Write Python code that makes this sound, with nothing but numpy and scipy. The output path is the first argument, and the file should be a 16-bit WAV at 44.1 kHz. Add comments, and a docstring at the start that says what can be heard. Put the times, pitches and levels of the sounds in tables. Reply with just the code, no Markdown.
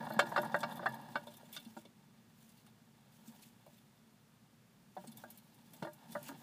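"""Rodent in an exercise wheel

A small rodent slows to a stop in a plastic wheel and hops out; later another climbs in.
Paws and the loose axle knock the drum into its normal modes, and claws scuff it by friction.
The cage thumps softly and bedding rustles, over a quiet room, a trace of mains hum and faint hiss."""
import sys
import numpy as np
from scipy import signal
from scipy.fft import rfft, irfft
from scipy.io import wavfile
from scipy.ndimage import uniform_filter1d

SR = 44100
rng = np.random.default_rng(int(sys.argv[2]) if len(sys.argv) > 2 else 0)


def to_wav(s):
    """Save 16-bit WAV."""
    ch = np.atleast_2d(s).T  # columns
    pcm = np.round(np.clip(ch, -1, 1) * 32767)  # PCM
    wavfile.write(sys.argv[1], SR, pcm.astype(np.int16))


N = 283238
TIME = np.arange(N) / SR


def amp(db):
    return 10 ** (np.asarray(db) / 20)


def unit_rms(x):
    return x / np.sqrt(np.mean(x ** 2) + 1e-20)


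def unit_peak(x):
    return x / (abs(x).max() + 1e-20)


def add(mix, start, sound):
    """Superposition: a sound joins the mix at its start time in seconds."""
    part = mix[round(start * SR):][:len(sound)]
    part += sound[:len(part)]


def highpass(x, low_hz):
    """Low cut: a steep high-pass thins out the bass below low_hz."""
    return signal.sosfilt(signal.butter(4, low_hz, "high", fs=SR, output="sos"), x)


def coloured_noise(points, size):
    """Spectral shaping: noise of unit rms follows the points (f/Hz, level/dB)."""
    hz, db = np.transpose(points)
    bins_hz = np.fft.rfftfreq(size, 1 / SR)
    gain = amp(np.interp(np.log(bins_hz + 1), np.log(hz), db))
    return unit_rms(irfft(rfft(rng.standard_normal(size)) * gain, size))


def flutter(span_s):
    """Random modulation: smoothed noise of unit rms changes within about span_s."""
    size = max(round(span_s * SR), 1)
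    return unit_rms(uniform_filter1d(uniform_filter1d(rng.standard_normal(N), size), size))


# Spectrum of the room's hum and hiss: f/Hz, relative density level/dB
ROOM_SPECTRUM = [(18, -63), (30, -58), (43, -23), (90, -15), (114, 1.5), (155, -4), (218, 2), (255, -19),
                 (368, -12.5), (430, -15), (707, -17.5), (827, -23), (1160, -18), (2230, -22.5),
                 (15400, -31.5)]
# Electrical hum: f/Hz, peak level/dB
MAINS_TONES = [(59.2, -88)]
def room(noise_db=-67.5):
    """Stationary background: a continuous noise spectrum plus the line of the mains."""
    mains = sum(amp(db) * np.sin(2 * np.pi * hz * TIME) for hz, db in MAINS_TONES)
    return amp(noise_db) * coloured_noise(ROOM_SPECTRUM, N) + mains


# Movement of the animals: t/s, rolling level/dB, rustle level/dB
ACTIVITY = [(0.0, -44.5, -64.5), (0.14, -50, -72), (0.27, -46, -63), (0.75, -51, -67), (0.95, -54, -70),
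            (1.12, -58.5, -65), (1.29, -66, -70.5), (1.68, -70.5, -66), (1.88, -77.5, -81.5),
            (3.09, -78, -81), (3.34, -73, -66.5), (3.5, -77.5, -75.5), (4.59, -83.5, -85),
            (4.99, -77, -75.5), (5.18, -66, -72), (5.4, -77, -71.5), (5.65, -73, -75), (5.99, -69, -72.5),
            (6.24, -60, -59), (6.42, -67, -75)]
def activity_db():
    """Level envelopes: rolling and rustle each move linearly in dB between the given times."""
    times, rolling_db, rustle_db = np.transpose(ACTIVITY)
    return {"rolling": np.interp(TIME, times, rolling_db), "rustle": np.interp(TIME, times, rustle_db)}


def follow_rolling(db, slope, reference_db=-60):
    """Power law: a gain of db at the reference rolling level changes by slope dB per dB of rolling."""
    return amp(db + slope * (activity_db()["rolling"] - reference_db))


# Strokes of fur through the bedding: centre t/s, level/dB, half-width/s
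FUR_STROKES = [(0.082, -65, .04), (.4, -62.5, .05), (0.553, -69, 0.037), (0.72, -65, 0.045),
               (.88, -66, .04), (1.326, -63, 0.034), (1.547, -52.5, 0.017), (1.79, -63.5, 0.027),
               (2.465, -67.5, 0.087), (2.593, -72.5, 0.067), (3.166, -69.5, 0.03), (3.279, -60, 0.017),
               (3.449, -62, 0.037), (3.74, -69.5, 0.052), (5.037, -66.5, 0.063), (5.204, -63, 0.03),
               (5.338, -65.5, 0.045), (5.764, -67, 0.11), (6.131, -54, 0.017), (6.236, -68, 0.021),
               (6.281, -54.5, 0.021), (6.407, -63.5, 0.037)]
def rustle_gain():
    """Incoherent addition: the powers of the slow rustle and of Gaussian strokes sum."""
    strokes = sum(amp(db) ** 2 * np.exp(-((TIME - centre) / half) ** 2)
                  for centre, db, half in FUR_STROKES)
    return np.sqrt(amp(activity_db()["rustle"]) ** 2 + strokes)


# Spectrum of fur on bedding: f/Hz, relative density level/dB
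RUSTLE_SPECTRUM = [(1500, -7), (3000, 0.5), (5000, -3.5), (8000, -2.5), (12000, -3.5), (14000, -3),
                   (15500, 0.5)]
def bedding_rustle():
    """Friction noise: fur and bedding brush in uneven gusts, with tiny ticks of dry flakes."""
    ticks = amp(4.5 * np.minimum(rng.exponential(1, N), 3))
    ticks *= rng.random(N) < 150 / SR  # about 150 a second
    crackle = signal.oaconvolve(ticks, np.exp(-np.arange(900) / SR / 0.004))[:N]
    brush = coloured_noise(RUSTLE_SPECTRUM, N) * amp(1.5 * flutter(0.006)) * (1 + 0.15 * crackle)
    spectra = signal.stft(brush, nperseg=256, noverlap=192)[2]
    # the level wanders in patches of frequency and time
    patches = uniform_filter1d(rng.standard_normal(spectra.shape), size=3, axis=0)
    patches = unit_rms(uniform_filter1d(patches, size=20, axis=1))
    rustle = signal.istft(spectra * amp(2 * patches), nperseg=256, noverlap=192)[1][:N]
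    return rustle_gain() * unit_rms(rustle)


# Resonances of the cage panels: f/Hz, bandwidth/Hz, relative level/dB
PANEL_MODES = [(151, 10, 9.5), (178, 49, 7), (224.3, 16.7, 13)]
def cage_shaking():
    """Forced vibration: lumpy noise swings the panels, more strongly as the wheel rolls."""
    t = np.arange(6000) / SR
    panels = sum(amp(db) * width * np.exp(-np.pi * width * t) * np.sin(2 * np.pi * hz * t)
                 for hz, width, db in PANEL_MODES)
    drive = rng.standard_normal(N) * amp(1.16 * flutter(0.02))
    return follow_rolling(db=-56.5, slope=0.58) * unit_rms(signal.oaconvolve(drive, panels)[:N])


# Soft pushes on the cage: t/s, level/dB, f/Hz, T60/s
CAGE_PUSHES = [(0.167, -34.5, 213.3, 0.082), (0.4, -38.5, 227, 0.11), (0.537, -41.5, 175, 0.12),
               (0.859, -44, 130, 0.39), (1.154, -43, 236, 0.059), (1.664, -44, 226, 0.11),
               (1.768, -47.5, 225, 0.11), (3.279, -48, 228.3, 0.16), (4.973, -53.5, 186.4, 0.62),
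               (5.078, -46.5, 225, 0.11), (5.824, -36.5, 167, 0.03), (6.163, -42, 231, 0.024),
               (6.293, -45, 275, 0.17)]
def cage_thumps():
    """Free vibration: a soft push leaves one panel swinging as a damped sinusoid."""
    out, t = np.zeros(N), np.arange(9000) / SR
    for start, db, hz, t60 in CAGE_PUSHES:
        envelope = (1 - np.exp(-t / 0.004)) * amp(-60 * t / t60)
        add(out, start - 0.003, amp(db) * unit_peak(envelope * np.sin(2 * np.pi * hz * t)))
    return out


# Normal modes of the plastic drum: f/Hz, relative level/dB, T60/s at a damping factor of 1
DRUM_MODES = [(275, -3.5, 0.098), (335.4, -1, 0.2), (424, -3.5, 0.15), (591, 1, 0.19), (642, 4.5, 0.095),
              (775, 1, 0.051), (875, 1.5, 0.056), (929, -9.5, 0.16), (1201, 0, 0.077), (1441.5, -4, 0.075),
              (1524, 3, 0.052), (1425, -15, 0.24), (1664, -6.5, 0.13), (1868, -4.5, 0.06),
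              (1973, -7, 0.044), (2250, -3, 0.07), (2500, -21, 0.064), (2760, -2, 0.072), (3075, -8, 0.077),
              (3483, -0.5, 0.057), (3540, -3, 0.048), (3650, -6, 0.083), (4120, -22, 0.063),
              (4160, -13, 0.028), (4163, -5.5, 0.079), (4390, 0, 0.041), (4820, -2, 0.052),
              (5264, -10, 0.071)]
MODE_HZ = np.transpose(DRUM_MODES)[0]
# Borders between the five families of modes: f/Hz
FAMILY_BORDERS = [500, 720, 1100, 2050]
def drum_responses(extra_db=0, phase=0, detune=1, damping=1.38):
    """Modal superposition: damped sinusoids sum to one impulse response per family, low to high."""
    hz, db, t60 = np.transpose(DRUM_MODES)[:, :, None]
    t = np.arange(5000) / SR
    extra_db, phase, detune = (np.reshape(v, (-1, 1)) for v in (extra_db, phase, detune))
    modes = amp(db + extra_db - 60 * damping * t / t60) * np.sin(2 * np.pi * hz * detune * t + phase)
    onset = (1 - np.exp(-t / 0.00088)) ** 2
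    family = np.searchsorted(FAMILY_BORDERS, MODE_HZ)
    return onset * np.array([modes[family == k].sum(0) for k in range(len(FAMILY_BORDERS) + 1)])


# Weights of the four lower families in the rolling: relative level/dB
ROLLING_WEIGHTS = [-15, 0, 9.5, 4]
def wheel_rolling(taps_per_s=2500):
    """Shot-noise excitation: dense taps of paws and axle keep the drum humming; claws graze it."""
    taps = amp(1.8 * np.minimum(rng.exponential(1, (2, N)), 3)) * rng.standard_normal((2, N))
    taps *= rng.random((2, N)) < taps_per_s / SR
    paw_taps, claw_taps = taps * amp(2.2 * flutter(0.02))
    lower_modes = drum_responses(phase=rng.uniform(0, 2 * np.pi, len(MODE_HZ)), damping=4.66)[:-1]
    upper_modes = drum_responses(damping=3.4)[-1]
    hum = highpass(signal.oaconvolve(paw_taps, amp(ROLLING_WEIGHTS) @ lower_modes)[:N], 290)
    graze = highpass(signal.oaconvolve(claw_taps, upper_modes)[:N], 1960)
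    return (amp(activity_db()["rolling"]) * unit_rms(hum)
            + follow_rolling(db=-72.5, slope=0.62) * unit_rms(graze))


# Slips of a claw: t/s, level/dB, accent f/Hz, relative ring level/dB, ring centre f/Hz
CLAW_SLIPS = [(0.0488, -54, 11300, 0.5, 3410), (0.0956, -48, 11800, -17, 3570),
              (0.1201, -49, 12900, 2.5, 4270), (0.1346, -44, 13000, -12, 3430),
              (0.191, -30.5, 7040, 4.5, 3700), (0.2648, -50, 8040, -5, 4210),
              (0.2932, -47, 12000, -18, 4230), (0.3217, -53, 6800, -9, 2730),
              (0.3646, -45, 7560, 7.5, 3470), (0.4165, -42, 11500, -13, 3420),
              (0.448, -46, 10200, -10, 3860), (0.5192, -53, 5530, -1, 3410), (0.5442, -49, 7700, 1.5, 3550),
              (0.5621, -48.5, 11300, -9, 2790), (0.5891, -45, 11400, -23, 3670),
              (0.6047, -41, 8200, -9.5, 3430), (0.6315, -45.5, 5500, 3.5, 2780),
              (0.7093, -52, 10800, 4, 3600), (0.7248, -49.5, 11800, -14, 3590),
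              (0.7562, -46, 12600, -9, 3430), (0.7684, -48, 12900, -4, 3430), (0.8593, -52, 7660, 2, 3400),
              (0.889, -49, 13300, -10, 2720), (0.9218, -52, 8390, -8, 3280),
              (0.9423, -47.5, 11300, -8.5, 3410), (1.014, -55.5, 11800, -2, 2880),
              (1.1194, -61, 11000, 3, 3430), (1.1543, -53, 7470, 8.5, 2850),
              (1.268, -52.5, 9500, 3.5, 3540), (1.3384, -55, 12800, -1.5, 3570),
              (1.3684, -46, 12300, -17, 3440), (1.4541, -60, 7440, 0, 3510),
              (1.5278, -40, 12300, -11, 3510), (1.5434, -49, 12800, -1, 3460),
              (1.5638, -41.5, 6130, 4, 3450), (1.5974, -52.5, 12900, -2, 3600),
              (1.6484, -54.5, 9170, 0, 3980), (1.7724, -55, 7240, -8, 2950), (1.851, -59.5, 5600, 2, 3480),
              (2.4044, -66, 8500, -6, 4180), (2.4912, -58, 9000, -9, 4800), (2.576, -59, 11600, -5, 4640),
              (2.664, -56, 9900, -8, 2730), (3.1208, -61, 12000, -7, 4710), (3.2754, -52, 7600, -10, 3510),
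              (3.4228, -53.5, 9100, -4.5, 4400), (3.663, -58.5, 13000, -12, 5150),
              (3.779, -62.5, 12700, -2, 3420), (5.073, -46.5, 8700, -9.5, 4220),
              (5.1178, -50.5, 11300, -4.5, 3610), (5.1711, -42.5, 11600, -15, 3570),
              (5.3033, -42, 11900, -22, 4210), (5.3742, -46.5, 12400, -13, 4190),
              (5.5443, -57.5, 11000, -27, 4270), (5.7344, -44.5, 11700, -14, 3510),
              (5.765, -56, 7660, -26, 3400), (5.8247, -51, 6000, 3, 3260), (5.8484, -55, 10500, -5, 3430),
              (5.9329, -47.5, 11800, -30, 4950), (6.1085, -57, 7340, -8, 3450),
              (6.1195, -48, 11400, -6, 3540), (6.2287, -43, 12100, -18, 5140),
              (6.2634, -52.5, 6860, -1, 2660), (6.2876, -51, 6780, -7, 2660)]
def claw_scuffs(rise_s=0.0027, t60_s=0.069):
    """Sliding friction: a claw gives a bright, grainy burst and excites the upper drum modes."""
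    out, t = np.zeros(N), np.arange(6000) / SR
    hz = np.geomspace(2000, 22000, num=70)
    envelope = np.minimum(t / rise_s, 1) * amp(-60 * np.maximum(t - rise_s, 0) / t60_s)
    for start, db, accent_hz, ring_db, ring_hz in CLAW_SLIPS:
        octaves = np.log2(hz / accent_hz)
        colour_db = 5 * np.exp(-(octaves / 0.1) ** 2) - 8 * abs(octaves)
        colour_db += 3 * rng.standard_normal(len(hz))
        grain = unit_rms(uniform_filter1d(rng.standard_normal(len(t)), size=60))
        friction = envelope * amp(0.73 * grain)
        hiss = coloured_noise(np.transpose([hz, colour_db]), len(t)) * friction
        upper_modes = drum_responses(extra_db=10 * np.exp(-((MODE_HZ - ring_hz) / 300) ** 2))[-1][:3000]
        ring = signal.fftconvolve(rng.standard_normal(len(t)) * friction, upper_modes)[:len(t)]
        add(out, start - 0.0015, amp(db) * (0.39 * hiss + amp(ring_db) * unit_peak(ring)))
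    return highpass(out, 1450)


# Blows of paws and axle: t/s, level/dB, favoured f/Hz, relative level/dB of families 1, 2, 4 and 5
# (weight, hollowness, brightness, claw), contact time/s, damping factor (a resting paw damps more)
DRUM_BLOWS = [(0.104, -30, 650, -17.5, -6, -8.5, -28, 0.0049, 0.99),
              (0.192, -14, 1490, -29, -8, -3, -9.5, 0.0046, 1.34),
              (0.226, -32, 649, -9, -12, -16, -14, 0.0041, 1.35),
              (0.32, -26.5, 590, -29, -9.5, -13, -32, 0.0045, 1.7),
              (0.362, -20.5, 1530, -26.5, -16, -2, -14, 0.0023, 1.9),
              (0.376, -18.5, 910, -18, -9, -6.5, -16, 0.0081, 1.23),
              (0.431, -30.5, 870, -15, -23, -6, -27, 0.0042, 1.35),
              (0.544, -15.5, 870, -26.5, -10, -7.5, -26, 0.0026, 1.56),
              (0.631, -24.5, 1440, -28.5, -8.5, -3, -12, 0.0077, 1.26),
              (0.794, -33.5, 580, -15, -7.5, -5.5, -32, 0.0045, 1.7),
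              (0.829, -32.5, 791, -20, -4.5, -8.5, -21, 0.0041, 1.25),
              (0.859, -19.5, 1680, -29.5, -14, -4, -22, 0.0086, 1.3),
              (1.156, -23, 1500, -25, -13, -3.5, -14, 0.0015, 1.15),
              (1.271, -40.5, 640, -23, -2.5, -16, -26, 0.0054, 1.35),
              (1.432, -57, 580, -15, 7.5, -35, -23, 0.0031, 1.3),
              (1.565, -51.5, 1470, -27, -2, 8, -4, 0.0054, 1.4),
              (1.767, -36, 565, -13.5, -8, -14, -22, 0.007, 1.85),
              (1.852, -51, 494, -4, -2.5, -18, -6, 0.0029, 2.1),
              (2.665, -68.5, 1390, -18, -18, 6.5, 2, 0.0038, 1.8),
              (3.665, -48, 600, -18, -4, -29, -21, 0.006, 1.25),
              (4.967, -31.5, 556, -23.5, -8.5, -22, -27.5, 0.011, 1.27),
              (5.04, -42.5, 720, -13.5, -10, -17, -25, 0.0045, 1.5),
              (5.238, -36, 660, -22, -10.5, -8, -29, 0.003, 1.4),
              (5.736, -53, 633, -23, -6, -10, -17, 0.0023, 1.1),
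              (5.824, -29.5, 557, -10, -8.5, -12.5, -18.5, 0.0028, 1.5),
              (5.848, -35.5, 619, -9, -3.5, -6.5, -17, 0.0045, 1.2),
              (5.87, -35.5, 577, -28, -7, -9, -24, 0.0055, 1.3),
              (6.152, -31, 570, -28, -3, -4, -35, 0.011, 1.48),
              (6.289, -41.5, 953, -19, -9, -2.5, -7.5, 0.0028, 1.4),
              (6.313, -40.5, 940, -14, -15, -12, -25, 0.0041, 1.35)]
def drum_knocks(middle_db=-6):
    """Impact excitation: a blow rings the drum, and the point of contact decides which modes speak."""
    out, t = np.zeros(N), np.arange(2500) / SR
    touch = 2.37 * np.exp(-((t - 0.0006) / 0.000079) ** 2)
    chatter = 0.25 * np.exp(-t / 0.013)  # the parts settle after the blow
    for start, db, favoured_hz, weight_db, hollow_db, bright_db, claw_db, contact, damping in DRUM_BLOWS:
        place, load = rng.standard_normal((2, len(MODE_HZ)))
        place_db = 2.25 * place + 6 * np.exp(-((MODE_HZ - favoured_hz) / 60) ** 2)
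        envelope = np.minimum(t / 0.0019, 1) * (np.exp(-(t / contact) ** 2) + chatter)
        force = touch + rng.standard_normal(len(t)) * envelope
        responses = drum_responses(place_db, detune=1 + 0.016 * load, damping=damping)
        families = signal.fftconvolve(responses, force[None], axes=1)
        gains = amp([weight_db, hollow_db, middle_db, bright_db, claw_db])
        knock = sum(gain * unit_peak(family) for gain, family in zip(gains, families))
        add(out, start - 0.0015, amp(db) * knock)
    return highpass(out, 145)


def scene():
    """Linear superposition: room, cage, wheel and bedding add in one channel."""
    background = room()
    cage = highpass(highpass(cage_thumps() + cage_shaking(), 119), 119)
    wheel = drum_knocks() + claw_scuffs() + wheel_rolling()
    return (background + cage + wheel + bedding_rustle())[None]


def record(dry, cutoff_hz=15480):
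    """Band limiting: a steep linear-phase low-pass removes the highest treble."""
    lowpass = signal.firwin(1023, cutoff_hz, window=("kaiser", 9), fs=SR)
    return signal.oaconvolve(dry, lowpass[None], "same")


dry = scene()
out = record(dry)
to_wav(out)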